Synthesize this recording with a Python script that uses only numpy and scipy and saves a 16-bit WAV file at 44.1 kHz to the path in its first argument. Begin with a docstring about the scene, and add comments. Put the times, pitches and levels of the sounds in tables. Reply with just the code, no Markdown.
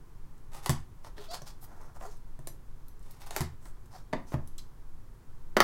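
"""A folding utility knife slits the two tape seals of a small cardboard box on a mat-covered table.
The blade scrapes, the tight tape snaps, and after each cut the box thumps the table. Between the cuts
the box is turned in rubbing, squeaking fingers; afterwards it is laid flat. The steel knife clicks in
the hand and is put down hard near the microphone, in a small humming room."""
import sys
import numpy as np
from scipy import signal
from scipy.fft import rfft, irfft, next_fast_len
from scipy.io import wavfile
from scipy.ndimage import map_coordinates

SR = 44100
rng = np.random.default_rng(int(sys.argv[2]) if len(sys.argv) > 2 else 0)


def log_audio(samples):
    """Write samples as a 16-bit WAV file to the path given in sys.argv[1]."""
    # one column per channel
    frames = np.atleast_2d(samples).T
    # limit to full scale, then quantise
    limited = np.clip(frames, -1, 1)
    pcm = np.round(limited * 32767).astype(np.int16)
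    wavfile.write(sys.argv[1], SR, pcm)


N = 248591


def amp(db):
    return 10 ** (np.asarray(db) / 20)


def unit(x):
    return x / np.sqrt(np.mean(x ** 2) + 1e-20)


def along(points, hz):
    """Read a curve of (Hz, value) points at any pitch."""
    f, v = np.transpose(points)
    return np.interp(np.log(hz + 1), np.log(f + 1), v)


def fade(t, t60):
    """Die away by 60 dB in t60 seconds, the fade time."""
    return np.exp(-np.log(1000) * t / t60)


def wobble(rate):
    """A smooth curve through `rate` random points a second."""
    return map_coordinates(rng.standard_normal(int(N * rate / SR) + 4), [np.arange(N) * rate / SR])


def add(track, s, sound):
    """Mix a sound into the track from s seconds on."""
    part = track[round(s * SR):][:len(sound)]
    part += sound[:len(part)]


def coloured(x, spectrum):
    """Give noise a tone colour, at a strength of 1."""
    size = next_fast_len(N + 8192)
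    gain = amp(along(spectrum, np.fft.rfftfreq(size, 1 / SR)))
    return unit(irfft(rfft(x, size) * gain, size)[:N])


def impulse(spectrum, tilt_db, size=4096):
    """One pulse, brightened by tilt_db per octave; in a bending sheet its high notes arrive first."""
    hz = np.fft.rfftfreq(size, 1 / SR)
    gain = amp(along(spectrum, hz) + tilt_db * np.log2(1 + hz / 500))
    cepstrum = irfft(np.log(np.maximum(gain / gain.max(), 1e-4)))
    one_sided = np.r_[cepstrum[0], 2 * cepstrum[1:size // 2]]  # no sound before the hit
    phase_lag = np.sqrt(hz / 16)
    return irfft(np.exp(rfft(one_sided, size) - 1j * phase_lag))


def contact(spectrum, tilt_db, t60, chatter, crunch):
    """One hit: a push, a brief crunch, then a dying chatter."""
    t = np.arange(SR // 2) / SR
    noise = rng.standard_normal((2, len(t))) * [fade(t, t60), t * fade(t, 0.0038)]
    force = np.dot([chatter, crunch], noise / np.linalg.norm(noise, axis=1, keepdims=True))
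    force[0] += 1
    hit = signal.fftconvolve(force, impulse(spectrum, tilt_db))[:len(t)]
    return hit / np.linalg.norm(hit) * np.sqrt(.003 * SR)  # the energy of 3 ms at strength 1


def ring(notes):
    """A struck object's notes swell quickly and fade, at slightly new strengths each time."""
    t = np.arange(SR // 2) / SR
    rise = 1 - np.exp(-t / 0.0017)
    return rise * sum(amp(db + rng.standard_normal()) * np.sin(2 * np.pi * hz * t) * fade(t, t60)
                      for hz, db, t60 in notes)


def friction(rate, smooth):
    """Tiny random catches, `rate` a second, over a smooth slide."""
    catches = (rng.random(N) < rate / SR) * rng.standard_normal(N)
    return unit(catches) + smooth * rng.standard_normal(N)


def stroke(start, end):
    """A movement speeds up and slows down."""
    progress = np.clip((np.arange(N) / SR - start) / (end - start), 0, 1)
    return np.abs(np.sin(np.pi * progress)) ** .75


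# The tone of a small, stiff contact. Each row: multiple of its centre pitch, level in dB.
PEAK_SHAPE = [(.1, -39), (.3, -6.5), (.6, -5), (.85, -1), (1, 3), (1.25, -2.5), (1.7, -5), (3, -11)]
def peak(centre_hz, focus):
    """A tone colour strongest around one pitch; more focus narrows it."""
    return [(ratio * centre_hz, focus * db) for ratio, db in PEAK_SHAPE]


# The room's echo. Each row: pitch in Hz, fade time in seconds.
ECHO_TIMES = [(100, 0.47), (500, 0.26), (1200, 0.28), (3000, 0.26), (8000, 0.21), (15000, 0.13)]
def in_room(x, echo_db):
    """Add an echo whose high notes die first."""
    hz, t, noise = signal.stft(rng.standard_normal(SR // 2), SR, nperseg=256)
    tail = signal.istft(noise * fade(t, along(ECHO_TIMES, hz)[:, None]), SR, nperseg=256)[1]
    tail *= 1 - np.exp(-np.arange(len(tail)) / SR / 0.00096)  # the walls answer a moment later
    return x + amp(echo_db) * signal.fftconvolve(x, tail / np.linalg.norm(tail))[:len(x)]


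def blows(rows, spectrum, t60, chatter, crunch, echo_db):
    """Several hits on one object, heard in the room."""
    out = np.zeros(N)
    for s, db, tilt_db in rows:
        add(out, s, in_room(amp(db) * contact(spectrum, tilt_db, t60, chatter, crunch), echo_db))
    return out


# The room's steady noise. Each row: pitch in Hz, relative level in dB.
ROOM_TONE = [(5, -7), (12, 4.5), (24, -17.5), (36, -12), (55, -26.5), (80, -24), (140, -26), (190, -36.5),
             (380, -39), (620, -48.5), (980, -44), (1800, -53.5), (2700, -60.5), (6000, -61.5),
             (16000, -64.5)]
def background():
    """A deep, uneven rumble with fan noise and faint hiss."""
    return amp(-40.0) * coloured(rng.standard_normal(N), ROOM_TONE)


# The steel's notes. Each row: pitch in Hz, relative level in dB, fade time in seconds.
STEEL_NOTES = [(4075, 7.5, 0.082), (4700, -4, 0.13), (4500, -10, 0.11), (6150, 7.5, 0.1), (7300, -19, 0.12),
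               (8500, -9, 0.11), (9900, -4, .14), (11500, 4, 0.17), (13530, -11, .06)]
# The knife's clicks. Each row: start in seconds, relative level in dB, centre pitch in Hz.
KNIFE_CLICKS = [(1.419, -50.5, 6000), (2.391, -60, 9000), (2.4721, -39.5, 8900), (2.4737, -54.5, 5100),
                (2.883, -54, 12000), (4.4745, -52, 10000), (4.5808, -47, 7800), (4.584, -48, 4200),
                (4.592, -50.5, 4570)]
def knife_clicks(count=8, gap_s=.5):
    """Loose steel parts click in the hand; the notes nearest a click's pitch ring most."""
    faint_ticks = [((k + when) * gap_s, -66 + 3 * (2 * size - 1), 8000)
                   for k, (when, size) in enumerate(rng.random((count, 2)))]
    grip_detune = 0.01213  # the grip shifts each note by about this share
    out = np.zeros(N)
    for s, db, centre_hz in KNIFE_CLICKS + faint_ticks:
        colour = peak(centre_hz, focus=1.46)
        notes = [(hz * (1 + grip_detune * rng.standard_normal()), level + along(colour, hz), t60)
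                 for hz, level, t60 in STEEL_NOTES]
        click = contact(colour, 0, t60=0.072, chatter=3.8, crunch=5.2) + amp(-16.5) * ring(notes)
        add(out, s, in_room(amp(db + 2.5) * click, echo_db=-8))
    return out


# Rubbed cardboard. Each row: pitch in Hz, relative level in dB.
RASP_TONE = [(200, -4.5), (400, -3), (750, 3), (1250, -0.5), (2200, -14), (4000, -41), (10000, -45)]
# Hand strokes; the last row is a short, rough knock as the box is laid flat.
# Each row: start and end in seconds, rasp and hiss levels in dB, hiss pitch in Hz.
HANDLING = [(1.035, 1.091, -54, -61.5, 5540), (1.162, 1.287, -54.5, -56, 3450),
            (1.303, 1.384, -48.5, -47.5, 4740), (1.453, 1.52, -58.5, -54.5, 4900),
            (1.606, 1.663, -66, -56.5, 12200), (1.63, 1.934, -58, -71.5, 6060),
            (1.944, 1.984, -55.5, -63, 7000), (1.995, 2.103, -53.5, -62, 6860),
            (2.087, 2.176, -73, -64.5, 6000), (3.61, 3.718, -64, -64, 8060),
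            (3.905, 4.017, -57.5, -61.5, 5170), (4.263, 4.354, -67, -62, 5900),
            (4.318, 4.356, -43, -53, 1740)]
def handling():
    """A low rasp and a hiss swell as skin rubs the box, and in a rough knock as it is laid flat."""
    swell = sum(amp(db) * stroke(start, end) for start, end, db, _, _ in HANDLING)
    rasp = swell * coloured(friction(rate=390, smooth=0.83), RASP_TONE)
    catches = friction(rate=1300, smooth=0.92)
    hiss = sum(amp(db) * stroke(start, end) * coloured(catches, peak(hz, focus=1.07))
               for start, end, _, db, hz in HANDLING)
    return in_room((rasp + hiss) * amp(2.4 * wobble(70)), echo_db=-6.5)


# Squeaks. Each row: start and end in seconds, first and last pitch in Hz, level in dB.
FINGER_SQUEAKS = [(1.172, 1.23, 427, 400, -49), (1.282, 1.36, 620, 764, -42), (2.014, 2.078, 888, 610, -52),
                  (2.046, 2.107, 374, 453, -52), (3.931, 3.971, 804, 723, -51.5)]
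def squeaking(card_hz=4430):
    """A finger sticks and slips on the glossy lid; the harder it presses, the more the card buzzes."""
    out = np.zeros(N)
    waver = 1 + 0.015 * wobble(250)
    uneven = amp(3 * wobble(700))
    loudest = max(row[-1] for row in FINGER_SQUEAKS)
    for start, end, first_hz, last_hz, db in FINGER_SQUEAKS:
        hz = np.interp(np.arange(N) / SR, [start, end], [first_hz, last_hz]) * waver
        cycles = np.cumsum(hz) / SR
        tone = np.sin(2 * np.pi * cycles) + 0.1 * np.sin(4 * np.pi * cycles)
        slips = np.diff(cycles % 1, prepend=0) * uneven  # one slip per cycle
        buzz = amp(db - loudest - 7.5) * coloured(slips, peak(card_hz, focus=2.6))
        out += amp(db) * stroke(start, end) * (tone + buzz)
    return in_room(out, echo_db=-7.5)


# The table top's notes. Each row: pitch in Hz, relative level in dB, fade time in seconds.
TABLE_NOTES = [(80.3, -12, 0.39), (135, 1, 0.16), (151.4, -9.5, 0.29), (226.4, -7.5, 0.21), (267, -18, .22),
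               (355.4, -7, 0.16), (500.4, -15, 0.11), (623, -19, 0.097), (635, -7.5, 0.077)]
def table_booms(rows):
    """The table top booms; a harder push brings out its higher notes."""
    out = np.zeros(N)
    for s, db, hard_db in rows:
        notes = [(hz, level + hard_db * np.log2(hz / 133), t60) for hz, level, t60 in TABLE_NOTES]
        add(out, s, in_room(amp(db + 4) * ring(notes), echo_db=-17.5))
    return out


# Knocked cardboard. Each row: pitch in Hz, relative level in dB.
BOX_TONE = [(90, -12.5), (200, 1.5), (350, 6.5), (470, -6), (600, 4.5), (800, -6.5), (1080, 0.5),
            (1400, -24.5), (1780, -8.5), (2050, -15), (2400, -23), (3200, -23.5), (4800, -30), (16000, -58)]
def box_knocks(rows):
    """Short knocks on the hollow box."""
    return blows(rows, BOX_TONE, t60=0.04, chatter=1.0, crunch=0.95, echo_db=-6)


# Fingers and box edges tap. Each row: start in seconds, level in dB, brightness in dB per octave.
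LIGHT_TAPS = [(1.047, -46, 8), (1.079, -54, -1), (1.181, -43, 4.5), (2.0112, -41.5, -0.5),
              (3.6555, -51, 8.5), (4.1288, -30, 2.5), (4.32, -37.5, 0)]
# The box meets the table. Each row: start in seconds, then relative level in dB and brightness
# in dB per octave, first for the knock and then for the boom.
BOX_BUMPS = [(1.417, -45.5, 0, -50.5, -1), (2.39, -50.5, 0.5, -46.5, -2.5), (2.4723, -40.5, 5.5, -53, -8),
             (4.1332, -23.5, 1, -38, 4.5), (4.341, -28.5, 1, -27.5, -4.5)]
def box_moves():
    """Light taps sound only the box; a bump sounds the table too."""
    knocks = box_knocks(LIGHT_TAPS + [(s, db, tilt_db) for s, db, tilt_db, _, _ in BOX_BUMPS])
    return knocks + table_booms([(s, db, hard_db) for s, _, _, db, hard_db in BOX_BUMPS])


# The handle's notes. Each row: pitch in Hz, relative level in dB, fade time in seconds.
HANDLE_NOTES = [(994, -5, 0.18), (1131, 3, 0.12), (1238, 5.5, 0.12), (1340, -5, .18), (1388, 1, .16),
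                (1530, -15, 0.14), (1696, -3, 0.12), (1990, 1, 0.086), (3080, -5, 0.045),
                (4040, -27, 0.065), (5470, -26, .09), (5950, -13, 0.13)]
# The knife's clack. Each row: pitch in Hz, relative level in dB.
CLACK_TONE = [(90, -20), (200, -2.5), (400, -1.5), (750, -2.5), (900, -3.5), (1220, -0.5), (1550, -2.5),
              (2000, -4), (2500, -15.5), (3100, -8.5), (3550, -16), (4400, -13.5), (6200, -19), (7500, -26),
              (16000, -31)]
# Each end lands, then rattles. Each row: start in seconds, level in dB, brightness in dB per octave.
KNIFE_HITS = [(5.5672, -14, -4), (5.57, -23, 4), (5.6036, -9.5, 2), (5.62, -28, -1.5)]
def knife_landing(hard_db=11):
    """The knife clacks down and its hollow handle rings; duller hits make the table boom more."""
    rings = np.zeros(N)
    for s, db, tilt_db in KNIFE_HITS:
        add(rings, s, amp(db + tilt_db - 16) * ring(HANDLE_NOTES))
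    booms = table_booms([(s, db - tilt_db - 32.5, hard_db) for s, db, tilt_db in KNIFE_HITS])
    clacks = blows(KNIFE_HITS, CLACK_TONE, t60=0.061, chatter=0.88, crunch=1.2, echo_db=-9)
    return rings + booms + clacks


# Tearing tape. Each row: pitch in Hz, relative level in dB.
TAPE_TONE = [(180, -32), (300, -13), (385, -1.5), (555, -17), (801, -0.5), (1530, -10.5), (1900, -7.5),
             (2650, -13), (4090, -13), (11900, -15), (16000, -22.5)]
# Strokes of the blade. Each row: start and end in seconds, level in dB.
BLADE_STROKES = [(0.512, 0.61, -56), (0.622, 0.686, -54.5), (2.996, 3.236, -67), (3.194, 3.252, -57),
                 (3.262, 3.278, -48.5), (3.308, 3.454, -53)]
def cutting():
    """The blade tears fibre after fibre, and the cardboard rasps beneath it."""
    drag = sum(amp(db) * stroke(start, end) for start, end, db in BLADE_STROKES)
    grip = amp(2.5 * wobble(90))
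    scrape = coloured(friction(rate=590, smooth=0.55), TAPE_TONE)
    rasp = amp(-3) * coloured(friction(rate=300, smooth=0.71), RASP_TONE)
    return in_room(drag * grip * (scrape + rasp), echo_db=-0.5)


# The blade snags in the tape. Each row: start in seconds, level in dB, brightness in dB per octave.
BLADE_SNAGS = [(3.1098, -47.5, 8.5), (3.2213, -58, 3), (3.2618, -54.5, 4), (3.3076, -35.5, -1.5)]
# The two seals. Each row: time in seconds and level in dB of the piercing, the same for the parting,
# brightness in dB per octave.
TAPE_SEALS = [(0.6601, -26.5, .694, -25, 0), (3.3634, -25.5, 3.4065, -31, 0)]
def seals_snapping():
    """Tight tape snaps as it is pierced and again as it parts; the freed box thumps the table."""
    snaps, jolts, thumps = list(BLADE_SNAGS), [], []
    for pierce_s, pierce_db, part_s, part_db, tilt_db in TAPE_SEALS:
        # a weaker snap follows each one, and the box is jolted
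        snaps += [(pierce_s, pierce_db, tilt_db), (pierce_s + 0.0084, pierce_db - 16, tilt_db),
                  (part_s, part_db, tilt_db), (part_s + 0.0076, part_db - 5.5, tilt_db)]
        jolts += [(pierce_s, pierce_db - 8, 3), (part_s, part_db - 6, 4.5)]
        thumps += [(part_s, part_db + 2.5, -4)]
    tape = blows(snaps, TAPE_TONE, t60=0.064, chatter=6.6, crunch=8.9, echo_db=-4.5)
    return tape + box_knocks(jolts) + table_booms(thumps)


def scene():
    """All the sounds together, in one channel."""
    box = cutting() + seals_snapping() + box_moves() + handling() + squeaking()
    return (box + knife_clicks() + knife_landing() + background())[None]


def record(dry, top_hz=16100):
    """The microphone loses the very highest sounds."""
    return signal.fftconvolve(dry, signal.firwin(255, top_hz, fs=SR)[None], mode="same", axes=1)


dry = scene()
out = record(dry)
log_audio(out)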